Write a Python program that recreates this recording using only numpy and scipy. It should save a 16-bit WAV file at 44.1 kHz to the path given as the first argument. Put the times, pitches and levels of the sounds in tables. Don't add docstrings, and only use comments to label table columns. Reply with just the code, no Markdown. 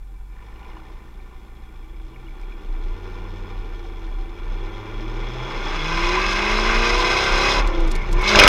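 import sys
import numpy as np
from scipy import signal
from scipy.fft import rfft, irfft, next_fast_len
from scipy.io import wavfile

SR = 44100
rng = np.random.default_rng(int(sys.argv[2]) if len(sys.argv) > 2 else 0)


def wrap_up_sound(samples):
    columns = np.atleast_2d(samples).T
    tamed = np.clip(columns, -1, 1)
    steps = np.round(tamed * 32767).astype(np.int16)
    wavfile.write(sys.argv[1], SR, steps)


def level_to_linear(level):
    exponent = np.asarray(level, float) / 20
    return 10 ** exponent


N = 373968
PAD = next_fast_len(N + 8192)
HZ = np.fft.rfftfreq(PAD, 1 / SR) + 1e-3
BEAT_S = 8.397


def rms_one(x):
    return x / np.sqrt(np.mean(x ** 2) + 1e-20)


def in_time(rows):
    s, *columns = np.transpose(rows)
    return [np.interp(np.arange(N) / SR, s, column) for column in columns]


def drift(rate, size=1):
    pole = np.exp(-80 * np.pi * rate / SR)
    noise = rng.standard_normal(N // 40 + 2002)
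    slow = signal.lfilter([1], [1, -2 * pole, pole * pole], noise)[2000:]
    return np.interp(np.arange(0, N, size) / 40, np.arange(len(slow)), rms_one(slow))


def band_pass(x, order, low_hz, high_hz):
    return signal.sosfilt(signal.butter(order, [low_hz, high_hz], "band", fs=SR, output="sos"), x)


def bursts(rows, rise_s, shape):
    t, out = np.arange(N) / SR, np.zeros(N)
    for s, level_db, length in rows:
        i = slice(int(s * SR), int((s + 8 * length) * SR))
        age = t[i] - t[i][0]
        out[i] += level_to_linear(level_db) * np.minimum(age / rise_s, 1) * np.exp(-(age / length) ** shape)
    return out * rng.standard_normal(N)


def electronics(shape):
    hiss = level_to_linear(-67.5) * signal.lfilter([1, .12], [1], rng.standard_normal(shape))
    whine = level_to_linear(-79) * np.sin(2 * np.pi * 7300 * np.arange(N) / SR)
    return hiss, whine


# (time [s], peak level [dB], pitch [Hz])
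GRIT = [(.334, -44, 2310), (.366, -42, 1790), (.508, -51, 2240), (.694, -44, 2285), (.5, -40, 990),
        (.62, -37, 980), (.69, -34, 1000), (.768, -28, 1000), (.9, -35, 990), (1.2, -41, 2300),
        (2.16, -35.5, 2280), (2.284, -36, 2270), (2.433, -37, 2320), (2.522, -34, 2380),
        (.391, -46, 1810), (.4505, -48, 1820), (.468, -46, 1810), (.526, -46, 1830), (.6, -45, 1790),
         (.756, -45, 1770), (.775, -46, 1790), (.86, -46, 1802), (.9, -46, 1800), (.924, -48, 1810),
         (.995, -46, 1798), (1.03, -47, 1790), (1.08, -47, 1800), (1.542, -49, 1800), (1.632, -48, 1780),
         (2.159, -45, 1824), (2.377, -44, 1790), (2.527, -45, 1750), (.652, -40, 2380), (.74, -45, 2270),
         (.56, -45, 2880), (.63, -45, 2855), (.715, -44, 2870), (.77, -45, 2870), (1.9426, -44, 2250),
         (2.1436, -45, 2860), (2.2674, -43, 2870), (2.504, -40, 2270), (.8, -41, 1400), (.485, -40, 990),
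         (.655, -38, 980), (.82, -38, 960), (.955, -40, 991), (1.09, -40, 987)]


def grit():
    out, age = np.zeros(N), np.arange(1500) / SR
    for s, level_db, hz in GRIT:
        i = int(s * SR)
        envelope = np.minimum(age / .0015, 1) * level_to_linear(level_db - 60 * age / .026)
        out[i:i + len(age)] += envelope * np.sin(2 * np.pi * hz * age)
    return out


# (resonance [Hz], width [Hz])
SHEETS = [(322, 16), (775, 45), (1010, 50), (2200, 110), (3360, 200)]
# (level at a roar of -50 dB [dB], share of the roar's swing [dB/dB])
SINGING = [(-54, 0.22), (-54, 0.62), (-67, 1), (-67.5, 1.27), (-65, 1.08)]
# (time [s], note [Hz], peak level [dB], loss either side [dB/s])
SWELLS = [(2.69, 322, -40.5, 33), (4.12, 322, -41, 37), (5.45, 322, -33, 37), (5.07, 322, -34, 24),
          (3.65, 322, -49, 13), (0.089, 322, -52, 20), (7.78, 322, -27, 83), (10, 322, -27, 146),
          (3.8, 775, -46.5, 5), (7.97, 2200, -27, 300), (8.015, 2200, -27.5, 300), (8.25, 2200, -19.5, 200),
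          (8.29, 2200, -15, 200), (8.43, 2200, -12, 130), (0.73, 1010, -55, 32), (6.1, 1010, -22, 38),
          (6.71, 1010, -24.5, 40), (7.06, 1010, -21.5, 50), (7.45, 1010, -24, 60), (7.58, 1010, -18, 110),
          (8.22, 1010, -25.5, 120), (0.95, 322, -49, 18), (2.2, 322, -46, 15.5), (3.18, 3360, -53, 7),
          (3.8, 3360, -52, 6), (4.97, 3360, -44.5, 12.5), (5.83, 3360, -30, 19), (7.76, 3360, -41.5, 23)]


def sheets(bark_db):
    out, t = 0, np.arange(N) / SR
    for (hz, width), (base_db, share) in zip(SHEETS, SINGING):
        levels_db = [base_db + share * (bark_db + 50)]
        for s, note, peak_db, loss_db in SWELLS:
            if abs(note / hz - 1) < .2:
                levels_db.append(peak_db - loss_db * np.abs(t - s))
        ring = signal.iirpeak(hz, hz / width, SR)
        sung = signal.lfilter(*ring, signal.lfilter(*ring, rng.standard_normal(N)))
        flutter_db = np.minimum(np.sqrt(hz / 300), 1.8) * drift(20)
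        out = out + level_to_linear(np.max(levels_db, axis=0) - 7.5 + flutter_db) * rms_one(sung)
    return out


# (time [s], peak level [dB])
RATTLE = [(2.414, -48), (7.673, -35), (7.675, -33), (7.681, -49), (7.736, -52), (7.805, -36), (7.830, -52),
          (7.872, -42), (7.876, -35), (7.881, -41), (7.905, -41), (7.914, -29), (7.917, -25), (7.9528, -32),
          (7.955, -35), (7.9605, -32), (8.023, -48), (8.092, -49), (8.1147, -39), (8.119, -41),
          (8.128, -27.5), (8.131, -34), (8.197, -48), (8.214, -33), (8.220, -31), (8.226, -44)]


def rattle():
    ticks = bursts([(s, level_db + 9, .0015) for s, level_db in RATTLE], rise_s=.00013, shape=.64)
    return band_pass(signal.lfilter(*signal.butter(1, 9000, fs=SR), ticks), 1, 2800, 6500)


# (time [s], pitch [Hz], level [dB], sag by its end [dB], lull before it [dB])
SWING = [(0.03, 29.6, -49, 1, -11), (0.21, 33, -44, 3, -8), (0.42, 38.86, -45, 3, -14),
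         (0.66, 35.5, -35, 5, -4), (0.88, 32.95, -37.5, 4, -5), (1.12, 32, -36, 4, -4),
         (1.36, 38.94, -44, -3, -20), (1.53, 33, -40, 3, -2), (1.78, 30.96, -36, 7, -4),
         (1.94, 36.04, -30.5, 11, -6), (2.22, 34.03, -29.5, 1, -12), (2.38, 32.9, -31, 0.5, -6),
         (2.64, 29.44, -24, 0.5, -22), (3.0, 34.14, -31, -2.5, -6), (3.49, 32.5, -28, -1, -6),
         (3.93, 33.48, -26.5, -1.5, 0), (4.2, 31.5, -27.5, -2, 4), (4.38, 32, -26, -0.5, -19),
         (4.74, 32.9, -34, 0, -4), (4.89, 30.97, -27.5, -1.5, -13), (5.2, 33.8, -27.5, 2, 2),
         (5.49, 28.82, -25.5, 0, -5), (5.8, 29.5, -26, -5.5, 1), (6.15, 34.5, -27, -2.5, -3),
         (6.48, 32.8, -19, 1, -12), (6.64, 32.94, -17.5, 7, -7), (6.78, 30.9, -18.5, 11, 1),
         (6.89, 34.5, -17, 2, -10), (7.05, 31.9, -24.5, 6, -7), (7.27, 30.5, -16.5, 3, -16),
         (7.45, 37.7, -24, 0, -4), (7.6, 36.9, -16, -1, -3.5), (7.72, 27, -16, 3, -5.5),
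         (8.06, 30.4, -13, 0.5, -15), (8.31, 31.0, -16, 0, -19)]


def swing():
    rise_s, fall_s = .057, .084
    ends = [row[0] for row in SWING[1:]] + [N / SR + fall_s]
    rows = []
    for (s, hz, level_db, sag_db, lull_db), end in zip(SWING, ends):
        rise, fall = np.minimum([rise_s, fall_s], (end - s) * .45)
        rows += [(s, hz, level_db + lull_db), (s + rise, hz, level_db), (end - fall, hz, level_db - sag_db)]
    hz, level_db = in_time(rows)
    turns = np.cumsum(hz) / SR
    tone = np.sqrt(2) * np.cos(2 * np.pi * (turns - turns[int(BEAT_S * SR)] - .1))
    buffet = rms_one(band_pass(rng.standard_normal(N), 4, 20, 52))
    rumble = rms_one(band_pass(rng.standard_normal(N), 2, 50, 140))
    rumble_db = -60.5 + 25.5 * np.exp(-((np.arange(N) / SR - 8.05) / .56) ** 2)
    wobble_db = 1.6 * drift(6) - 1
    return level_to_linear(rumble_db) * rumble + level_to_linear(level_db) * (level_to_linear(wobble_db) * tone + level_to_linear(-13) * buffet)


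# (resonance [Hz], width [Hz], level rolling [dB], level under
# load [dB])
CASE = [(108, 114, -2, 1), (208, 88, 3.5, 1), (270, 38, -2.5, -4), (374, 59, 9, 1), (439, 150, 6, -4.5),
        (627, 112, -2, 0.5), (842, 185, 4, -4.5), (1003, 69, 7, 4), (1147, 214, 1.5, 1.5),
        (1411, 106, 3, -1.5), (1553, 120, -3.5, 3), (1790, 98, -0.5, -6), (2079, 232, -3.5, 2.5),
        (2323, 111, 2.5, -3.5), (2505, 88, -4.5, 5.5), (2810, 470, -7.5, -4.5), (3200, 68, -19, -5),
        (3373, 370, -9.5, -7.5), (3650, 140, -10, -8), (3966, 123, -21, -4.5), (4176, 780, -17.5, -13.5),
        (4833, 140, -31, -8), (5162, 270, -14.5, -5.5), (5700, 185, -19, -12), (6220, 380, -21.5, -16),
        (6650, 260, -28, -19), (7080, 750, -32.5, -29),
        (7950, 350, -40, -32), (8550, 600, -40, -32), (9950, 450, -44, -35), (11000, 600, -46, -40),
        (13300, 4000, -50, -46)]


def case(column, shift=1):
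    power = 0
    for mode in CASE:
        detuning = (HZ / shift - mode[0] ** 2 / HZ * shift) / mode[1]
        power = power + level_to_linear(mode[column]) ** 2 / (1 + detuning ** 2) ** 2
    cepstrum = irfft(np.log(power + 1e-12) / 2, PAD)
    cepstrum[1:PAD // 2] *= 2
    cepstrum[PAD // 2 + 1:] = 0
    return np.exp(rfft(cepstrum))


# (time [s], crack level [dB], length [s], ring level [dB])
BARKS = [(8.349, -20, 0.0024, -1), (8.3565, 3.5, 0.0036, -13), (8.3882, 3, 0.0061, -22),
         (8.397, 2.5, 0.0043, -8), (8.404, -16, 0.0024, -8), (8.412, -10, 0.0015, -8),
         (8.416, -9, 0.0021, -5), (8.427, -14, 0.0028, -1), (8.4362, 4, 0.0052, -13),
         (8.445, -20, .002, -9), (8.456, -15, 0.002, -2), (8.467, -4, 0.003, -2), (8.4762, 8.5, 0.0048, -5)]
# (time [s], peak level [dB], length [s])
SLAM = [
    (8.382, -16, 0.022),
]


def barks(loaded):
    gas = bursts([row[:3] for row in BARKS], rise_s=.0012, shape=1.3)
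    mouth = bursts([(s, ring_db, length) for s, _, length, ring_db in BARKS], rise_s=.0011, shape=1.37)
    crack = rfft(gas, PAD) * loaded / (1 + (1500 / HZ) ** 4)
    mouth_hz, mouth_width_hz = 1400, 250
    ring = 1.4 * rfft(mouth, PAD) / (1 + 1j * (HZ - mouth_hz) / mouth_width_hz) ** 2
    slam = band_pass(bursts(SLAM, rise_s=.0068, shape=1.7), 2, 50, 160)
    return level_to_linear(12.5) * irfft(level_to_linear(-3.5) * crack + ring, PAD)[:N] + level_to_linear(-44) * gas + level_to_linear(9) * slam


def roar(cycle, firing_hz, bark_db, load, rolling, loaded, hot):
    firing = 8 * cycle
    since = np.arange(N) / SR - 8.277
    boom_db = -3.5 - 18 * load
    sharp_db = load * (7.5 + 2.5 * np.log2(firing_hz / 200))
    snap_db = 6 * np.exp(-np.abs(since / np.where(since > 0, .12, .004)))
    hiss_db = -11 - .12 * (bark_db + 50) + sharp_db + snap_db
    heat = np.clip(.4 + .45 * drift(3), 0, 1)
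    below = 1 / (1 + (HZ / 720) ** 12)
    above = 1 / (1 + (3000 / HZ) ** 24)
    repeating = rng.standard_normal(4096)[(cycle % 1 * 4096).astype(int)]
    # (band, level over the bark [dB], share that repeats, heat)
    bands = [(below, boom_db + 2.5, .06, 0), (1 - below - above, -.3, .33, heat), (above, hiss_db - .1, 0, 0)]
    out = 0
    for band, level_db, share, warm in bands:
        each_db = 1.6 * rng.standard_normal(int(firing[-1]) + 1)[firing.astype(int)]
        strength = level_to_linear(each_db + .9 * drift(16))
        puff = .55 + .25 * load + np.exp(-3 * (firing % 1))
        turbulent = rms_one(rng.standard_normal(N) * strength * puff)
        puffs = rfft(np.sqrt(1 - share) * turbulent + np.sqrt(share) * repeating, PAD) * band
        soft, hard = (rms_one(irfft(puffs * colour, PAD)[:N]) for colour in (rolling, loaded))
        if np.any(warm):
            heated = rms_one(irfft(puffs * hot, PAD)[:N])
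            hard = ((1 - warm) * hard + warm * heated) / np.sqrt(1 - warm * (1 - warm))
        out = out + level_to_linear(bark_db + level_db) * ((1 - load) * soft + load * hard)
    return out


def drones(table, hz):
    return np.sqrt(sum(level_to_linear(level_db) ** 2 / (1 + (2 * (hz - centre) / width) ** 2) ** 2
                       for centre, width, level_db in table))


# (resonance [Hz], width [Hz], level [dB])
FIRING_DRONES = [(44.2, 9, -36.5), (54.4, 9.6, -40.5), (94.3, 21, -41), (111.5, 34, -39.5),
                 (125.2, 7.7, -34), (160, 18.2, -33), (214.3, 44, -33), (231, 11, -35), (275, 20, -38.5)]
# (resonance [Hz], width [Hz], level [dB])
OCTAVE_DRONES = [(87, 12, -60), (158.6, 24, -54), (103, 21, -55), (125.3, 11.5, -48.5), (185, 12, -50),
                 (220, 25, -48), (355, 48, -27.5), (426, 43, -35), (479, 53, -30.5), (538, 52, -33.5)]
# (multiple of the engine cycle [-], level [dB])
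ORDERS_DB = [(2, -1.5), (3, 0), (4, 0), (5, 2), (6, 5), (7, -14), (9, -8), (10, -7.5), (11, -3.5), (12, 1),
             (13, -1), (14, 4.5), (15, -3), (17, -0.5), (18, 1.5), (19, 1), (20, -1.5), (21, 3.5), (22, 4),
             (23, 3), (24, 9), (25, -8), (26, 4), (27, -1), (28, 3.5), (29, 4), (30, 0), (32, 3.5), (33, 1),
             (34, 3), (35, -0.5), (36, -4), (37, 0.5), (38, -2.5), (39, -5), (40, -3), (42, 3), (43, -2),
             (44, -3.5), (48, -2), (52, -8)]
# (frequency [Hz], gain [dB])
PIPE = [(32, 21), (55, 5), (95, -3), (160, -10), (230, -7.5), (305, -7.5), (332, 6.5), (362, 0.5),
        (435, -2), (520, -2), (620, -3), (760, -7), (1000, -6.5), (2000, -7.5)]
# (multiple of the engine cycle [-], creeping [dB], rolling [dB])
ROLLING = [(5, -3, 3), (6, -3.5, -4), (9, -4, -3), (10, -4, -1), (11, -1, 8), (12, -9, -8), (14, -8, -3),
           (15, -3, -8), (17, -3, -7), (18, -5, 1), (19, -8, -3), (20, -2, -12), (21, 4, 2), (22, 3, -3),
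           (23, 5, 8), (24, 1.5, -5), (26, 4, 4), (27, 0, 5.5), (28, 4, 1), (29, 3, 0), (32, 6, 7),
           (33, -5, -1), (34, -4, -8), (35, -4, 2), (36, 9, -4), (37, 1, -4), (38, 5, 3), (40, 3, -11),
           (42, -4.5, 5), (43, 7, 4), (44, 5.5, 0), (48, 0, -7), (52, 0, -5)]
# (multiple of the engine cycle [-], gain [dB])
BITE = [(4, 11.5), (8, -9.5), (10, 13), (12, 17.5), (14, -8), (20, 14), (22, 7), (24, 9.5), (26, 7),
        (28, 6), (32, 10), (34, 8), (40, -6), (44, 0), (48, 9), (52, 30.5)]
# (multiple [-], level [dB], start [s], length [s])
OVERRUN = [
    (10, -31.5, 7.62, 0.13),
    (11, -29, 7.7, 0.23),
    (17, -35, 7.66, 0.25),
    (13, -39, 7.9, 0.15),
]


def tones(cycle, firing_hz, effort_db, load):
    t = np.arange(N) / SR
    bite = np.clip((t - 8.33) / .069, 0, 1)
    bite_db = dict(BITE)
    turn = 2 * np.pi * (cycle - cycle[int(BEAT_S * SR)])
    waver = level_to_linear(.8 * drift(7))
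    slip = .2 * drift(4) * (1 - bite)
    first = drones(FIRING_DRONES, firing_hz) * level_to_linear(bite * bite_db[8]) * np.cos(8 * turn + slip)
    octave = drones(OCTAVE_DRONES, 2 * firing_hz) * np.cos(16 * turn + 2 * slip)
    out = level_to_linear(effort_db + 3.2) * waver * (first + octave)

    coarse = slice(None, None, 64)
    hz, bite, load = firing_hz[coarse], bite[coarse], load[coarse]
    other_db = -58.5 + .132 * (hz - 100) + effort_db[coarse]
    rolls = np.clip((hz - 68) / 12 + .5, 0, 1)
    light_db = {k: creep_db + rolls * (roll_db - creep_db) for k, creep_db, roll_db in ROLLING}
    pipe_hz, pipe_db = np.transpose(PIPE)
    for (k, level_db), start in zip(ORDERS_DB, rng.random(len(ORDERS_DB))):
        pitch_hz = hz * k / 8
        passed_db = np.interp(np.log(pitch_hz), np.log(pipe_hz), pipe_db)
        passed_db += load * 9 * np.exp(-((pitch_hz - 368) / 32) ** 2)
        throttle_db = bite * bite_db.get(k, 0) + (1 - load) * light_db.get(k, 0)
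        gain = level_to_linear(other_db + level_db + passed_db + throttle_db + 2.2 * drift(3.5, size=64))
        phase = 2 * np.pi * start * (k % 4 > 0)
        out += np.interp(t, t[coarse], gain) * np.cos(k * turn + phase)
    for k, level_db, s, length in OVERRUN:
        envelope = np.sqrt(np.abs(np.sin(np.pi * np.clip((t - s) / length, 0, 1))))
        out += level_to_linear(level_db) * envelope * np.sin(k * turn)
    return out


# (time [s], firing rate [Hz])
FIRING = [(0.0, 42.2), (0.3, 45.1), (0.55, 55.0), (0.75, 59.3), (1.3, 58.3), (1.95, 58.0), (2.2, 62.2),
          (2.7, 77.2), (2.95, 88.4), (3.3, 93.0), (3.55, 90.8), (3.9, 84.6), (4.15, 82.4), (4.35, 85.6),
          (5.4, 124.2), (5.8, 152.6), (6.55, 214.0), (6.85, 234.7), (7.5, 274.0)]
# (time [s], roar level [dB])
ROAR = [(0.0, -62), (0.25, -60.5), (0.45, -52.5), (0.7, -49), (1.2, -54.5), (2.0, -54.5), (2.25, -52),
        (2.75, -48), (3.05, -44.5), (3.5, -44), (3.85, -47), (4.25, -47), (4.55, -42.5), (5.05, -40),
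        (5.4, -34), (6.1, -23.5), (7.3, -22), (7.5, -20.5)]
# (time [s], load [0-1])
LOAD = [(0, 0), (4.4, 0.03), (5.3, 0.13), (5.55, 0.27), (5.9, 0.76), (7.6, 1), (7.625, 0.16), (8.18, 0.16),
        (8.25, 0.62), (8.3, 0.83), (8.48, 0.65)]
# (time [s], firing rate [Hz], roar level [dB], tones over their law [dB])
SHIFT = [
    (7.6, 275.0, -25.5, -1),
    (7.63, 271.1, -28, -9),
    (7.7, 258, -31.5, -7),
    (8.0, 220.0, -34.5, -16.5),
    (8.12, 165, -35.5, -4.5),
    (8.2, 181.2, -29, -4.5),
    (8.3, 211.6, -18.5, 1.5),
    (8.38, 201.2, -16.5, 13.5),
    (8.42, 198.5, -13.5, 12),
]


def driving():
    firing_hz, = in_time(FIRING + [row[:2] for row in SHIFT])
    bark_db, = in_time(ROAR + [row[::2] for row in SHIFT])
    effort_db = in_time(SHIFT)[2] - SHIFT[0][3]
    load = np.clip(in_time(LOAD)[0], 0, 1)
    return firing_hz, bark_db, effort_db, load


def scene():
    firing_hz, bark_db, effort_db, load = driving()
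    cycle = np.cumsum(firing_hz) / 8 / SR
    rolling, loaded, hot = case(column=2), case(column=3), case(column=3, shift=1.025)
    surroundings = grit() + sheets(bark_db) + rattle() + swing()
    engine = barks(loaded) + roar(cycle, firing_hz, bark_db, load, rolling, loaded, hot)
    engine = engine + tones(cycle, firing_hz, effort_db, load)
    return (surroundings + engine)[None]


def roll_off(x):
    return signal.sosfilt(signal.butter(12, 15530, fs=SR, output="sos"), x)


def record(dry):
    hiss, whine = electronics(dry.shape)
    mix = np.clip(dry + hiss + whine, -1, 1)
    return roll_off(mix)


dry = scene()
out = record(dry)
wrap_up_sound(out)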